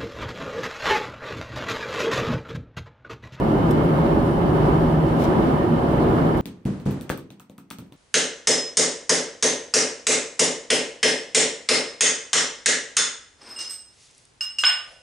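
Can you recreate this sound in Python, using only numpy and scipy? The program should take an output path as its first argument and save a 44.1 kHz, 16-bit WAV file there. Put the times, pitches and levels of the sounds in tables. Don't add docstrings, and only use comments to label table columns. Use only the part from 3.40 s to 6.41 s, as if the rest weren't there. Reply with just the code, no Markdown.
import sys
import numpy as np
from scipy import signal
from scipy.fft import rfft, irfft
from scipy.io import wavfile

SR = 44100
rng = np.random.default_rng(int(sys.argv[2]) if len(sys.argv) > 2 else 0)


def dump_mix(stems):
    frames = np.atleast_2d(stems).T
    limited = np.clip(frames, -1, 1)
    pcm = np.round(limited * 32767).astype(np.int16)
    wavfile.write(sys.argv[1], SR, pcm)


N = 132741


def undb(db):
    return 10 ** (np.asarray(db) / 20)


def unit(x):
    return x / np.sqrt(np.mean(x ** 2))


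def freqs():
    return np.maximum(np.arange(N // 2 + 1) * SR / N, 1)


def colour(x, points):
    hz, gain_db = np.array(points, float).T
    curve_db = np.interp(np.log(freqs()), np.log(hz), gain_db)
    return irfft(rfft(x) * undb(curve_db), N)


def resonance(hz, width_hz):
    noise = rfft(rng.standard_normal(N))
    detuning = (freqs() - hz) / width_hz
    return unit(irfft(noise / (1 + detuning ** 2) ** 2, N))


def walk(rate_hz):
    noise = rfft(rng.standard_normal(N))
    rolloff = np.exp(-(freqs() / rate_hz) ** 2) * (freqs() > 1)
    return unit(irfft(noise * rolloff, N))


def envelope(t, points):
    times, level_db = np.array(points).T
    return undb(np.interp(t, times, level_db))


def pan(left_db):
    return undb(np.array([[left_db], [-left_db]]) / 2)


FLUTTER_DB, FLUTTER_RATE_HZ = 0.65, 21


def turbulence(count=9):
    spectra = rfft(rng.standard_normal((2, N)))
    octave = np.clip(np.log2(SR / 2 / freqs()), 0, count - 1)
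    out = np.zeros((2, N))
    for k in range(count):
        band = irfft(spectra * np.maximum(1 - abs(octave - k), 0), N)
        out += band * undb(FLUTTER_DB * walk(FLUTTER_RATE_HZ))
    return out


# (frequency [Hz], spectral level [dB per Hz])
ROAR_MID_SPECTRUM = [(12, -46), (24, -21), (32, -9), (42, -10.5), (62, -6), (78, -8), (92, -12.5),
                     (118, -4), (132, -7), (150, -1.5), (192, -9), (227, -3.5), (276, -7), (320, -3),
                     (408, -8.5), (443, -12), (510, -15.5), (554, -10), (620, -16), (674, -15.5),
                     (996, -19), (1110, -25), (1270, -25.5), (1400, -29.5), (1790, -32), (1950, -38.5),
                     (2120, -35.5), (2430, -42.5), (2960, -42), (4500, -50.5), (5600, -54.5), (6290, -59.5),
                     (11500, -59), (13500, -63), (15800, -67)]
# (frequency [Hz], spectral level [dB per Hz])
ROAR_SIDE_SPECTRUM = [(12, -46), (24, -18), (65, -5.5), (98, -22), (153, -1.5), (187, -10), (215, -5),
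                      (268, 1), (326, -12), (365, -1), (469, -10), (674, -2), (1250, -9.5), (2060, -25.5),
                      (2650, -25.5), (3040, -29.5), (6650, -45.5), (11000, -45.5), (15800, -53)]
# (time [s], level [dB])
RUMBLE_LEVEL = [(0, -1.5), (1.25, -1), (1.5, 1.5), (1.9, -3), (3.0, -2)]
# (frequency [Hz], left minus right [dB])
ROAR_LEAN_CURVE = [(50, -2.5), (160, 1), (390, -1.5), (660, 1), (800, -2.5), (1080, -3.5), (1250, -7),
                   (1650, 1.5), (2900, -1.5), (4000, -1), (4600, 2), (7700, 2.5), (9800, -2.5), (14000, 3)]
ROAR_MID_DB, ROAR_SIDE_DB = -18.5, -26.5
RUMBLE_TOP_HZ = 98
SWELL_DB, SWELL_RATE_HZ = 0.82, 1


def roar(t):
    mid_noise, side_noise = turbulence()
    mid = undb(ROAR_MID_DB) * unit(colour(mid_noise, ROAR_MID_SPECTRUM))
    rumble = irfft(rfft(mid) / (1 + (freqs() / RUMBLE_TOP_HZ) ** 8), N)
    mid = mid + rumble * (envelope(t, RUMBLE_LEVEL) - 1)
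    side = undb(ROAR_SIDE_DB) * unit(colour(side_noise, ROAR_SIDE_SPECTRUM))
    sides = []
    for sign in (1, -1):
        lean = [(hz, sign * db / 2) for hz, db in ROAR_LEAN_CURVE]
        sides.append(colour(mid + sign * side, lean))
    return np.array(sides) * undb(SWELL_DB * walk(SWELL_RATE_HZ))


# (time [s], level [dB])
DRONE_ENVELOPE = [(0, -45), (.24, -24), (.3, -19.5), (.42, -36), (.51, -17), (.57, -30), (.62, -25.5),
                  (.91, -32.5), (.96, -23.5), (1.24, -29.5), (1.35, -23.5), (1.68, -24), (2.0, -33.5),
                  (2.17, -30), (2.27, -36), (2.32, -20), (2.39, -44), (2.52, -28), (3.01, -31)]
DRONE_HZ, DRONE_WAVER_HZ = 160, 6.5
DRONE_BEAT_DB, DRONE_RATE_HZ = 2, 8


def engines(t):
    hz = DRONE_HZ + DRONE_WAVER_HZ * walk(DRONE_RATE_HZ)
    tone = np.sin(2 * np.pi * np.cumsum(hz) / SR)
    throb = unit(tone * undb(DRONE_BEAT_DB * walk(DRONE_RATE_HZ)))
    return throb * envelope(t, DRONE_ENVELOPE)


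# (frequency [Hz], width [Hz], level [dB], lag of the right side [ms])
DUCT_RESONANCES = [(532, 32, -39, 0.37), (1796, 16, -58, 0.48), (2975, 410, -54.5, 0.68),
                   (3040, 60, -61, 0.62)]
WHINE_PITCHES = (2159.5, 4319, 4579, 8638)
# (level [dB], left minus right [dB])
WHINE_LEVELS = [(-62, -10), (-73, -4), (-76.5, 0), (-83, -2)]
# (centre time [s], half length [s], frequency [Hz], width [Hz], level [dB])
HISS_SWELL_BANDS = [(.92, 0.054, 9700, 1300, -60.5), (2.21, .045, 1840, 50, -40.5),
                    (2.62, 0.022, 4200, 500, -54), (2.98, .02, 11500, 3500, -58)]
WHINE_WIDTH_HZ = 6


def ventilation(t):
    out = np.zeros((2, N))
    for hz, width_hz, db, lag_ms in DUCT_RESONANCES:
        air = undb(db) * resonance(hz, width_hz)
        delayed = np.interp(t - lag_ms / 1000, t, air)
        out += np.array([air, delayed])
    for hz, (db, left_db) in zip(WHINE_PITCHES, WHINE_LEVELS):
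        out += undb(db) * resonance(hz, WHINE_WIDTH_HZ) * pan(left_db)
    for centre, half_s, hz, width_hz, db in HISS_SWELL_BANDS:
        swell = undb(db) * np.exp(-((t - centre) / half_s) ** 2)
        hiss = np.array([resonance(hz, width_hz) for _ in range(2)])
        out += swell * hiss
    return out


ATTACK_S = .0003


def burst(t, start, decay_s):
    age = np.maximum(t - start, 0)
    return (1 - np.exp(-age / ATTACK_S)) * np.exp(-age / decay_s)


def crackle(spectrum):
    return unit(colour(rng.standard_normal((2, N)), spectrum))


# (time [s], level [dB])
CLICK_TIMES = [(.3085, -35), (2.9735, -48), (2.982, -52)]
# (frequency [Hz], spectral level [dB per Hz])
CRACK_SPECTRUM = [(2000, -5), (3500, 0), (6000, -3), (7500, 0), (9500, -3), (11000, 2), (15500, -2.5)]
# (frequency [Hz], level [dB], time to decay by 60 dB [s])
RINGING_MODES = [(3450, -6, .045), (5280, -8, .045), (7700, -16, .06), (8100, -14, .06), (10650, -9, .025),
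                 (11250, -6.5, .022), (11600, -8, .028), (14200, -15, .03)]
CRACK_DB, CRACK_DECAY_S = 0.5, .0058


def clicks(t):
    out = np.zeros((2, N))
    for start, db in CLICK_TIMES:
        ring = np.zeros(N)
        for hz, mode_db, t60 in RINGING_MODES:
            mode = np.sin(2 * np.pi * hz * (t - start))
            ring += undb(mode_db) * mode * burst(t, start, t60 / np.log(1000))
        crack = undb(CRACK_DB) * crackle(CRACK_SPECTRUM) * burst(t, start, CRACK_DECAY_S)
        out += undb(db) * (ring + crack)
    return out


# (frequency [Hz], spectral level [dB per Hz])
RUB_SPECTRUM = [(900, -12), (2200, 3), (3100, 9), (4500, 4), (5600, 2), (6800, 0), (9400, -2.5),
                (12300, -4), (15500, -8)]
# (centre time [s], half length [s], level [dB])
RUB_SWELLS = [(1.34, .03, -57), (1.69, 0.07, -55), (1.823, 0.056, -51)]
# (frequency [Hz], spectral level [dB per Hz])
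CRISP_SPECTRUM = [(2000, -7), (3200, 2), (6000, 1.5), (8500, 0), (13000, -1), (15500, -4)]
# (frequency [Hz], spectral level [dB per Hz])
DULL_SPECTRUM = [(1200, -12), (2400, 1.5), (3000, 7), (4000, -1), (5600, -0.5), (7000, -13), (15500, -34)]
# (time [s], level [dB], decay time constant [s], crisp share of power [0-1])
CREAK_SLIPS = [(1.794, -45, .014, 0.65), (1.8005, -46, .009, 0.3), (1.8158, -40, .006, 0.35),
               (1.8212, -39.5, .008, 0.15), (1.837, -37.5, .006, 0.75), (1.8422, -36, .007, 0.12),
               (1.851, -44, .008, 0.25)]
GRAIN_DB, GRAIN_RATE_HZ = 3, 600


def creak(t):
    grain = unit(undb(GRAIN_DB * walk(GRAIN_RATE_HZ)))
    rubbing = np.zeros(N)
    for centre, half_s, db in RUB_SWELLS:
        rubbing += undb(db) * np.exp(-((t - centre) / half_s) ** 2)
    out = crackle(RUB_SPECTRUM) * rubbing
    crisp, dull = crackle(CRISP_SPECTRUM), crackle(DULL_SPECTRUM)
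    for start, db, decay_s, share in CREAK_SLIPS:
        blend = np.sqrt(share) * crisp + np.sqrt(1 - share) * dull
        out += undb(db) * burst(t, start, decay_s) * blend
    return grain * out


def scene():
    t = np.arange(N) / SR
    cabin = roar(t) + engines(t) + ventilation(t)
    plastic = (clicks(t) + creak(t)) * pan(2)
    return cabin + plastic


TOP_HZ = 15800


def record(dry):
    low_pass = signal.ellip(12, .1, 90, TOP_HZ, fs=SR, output="sos")
    return signal.sosfilt(low_pass, dry)


dry = scene()
out = record(dry)
dump_mix(out)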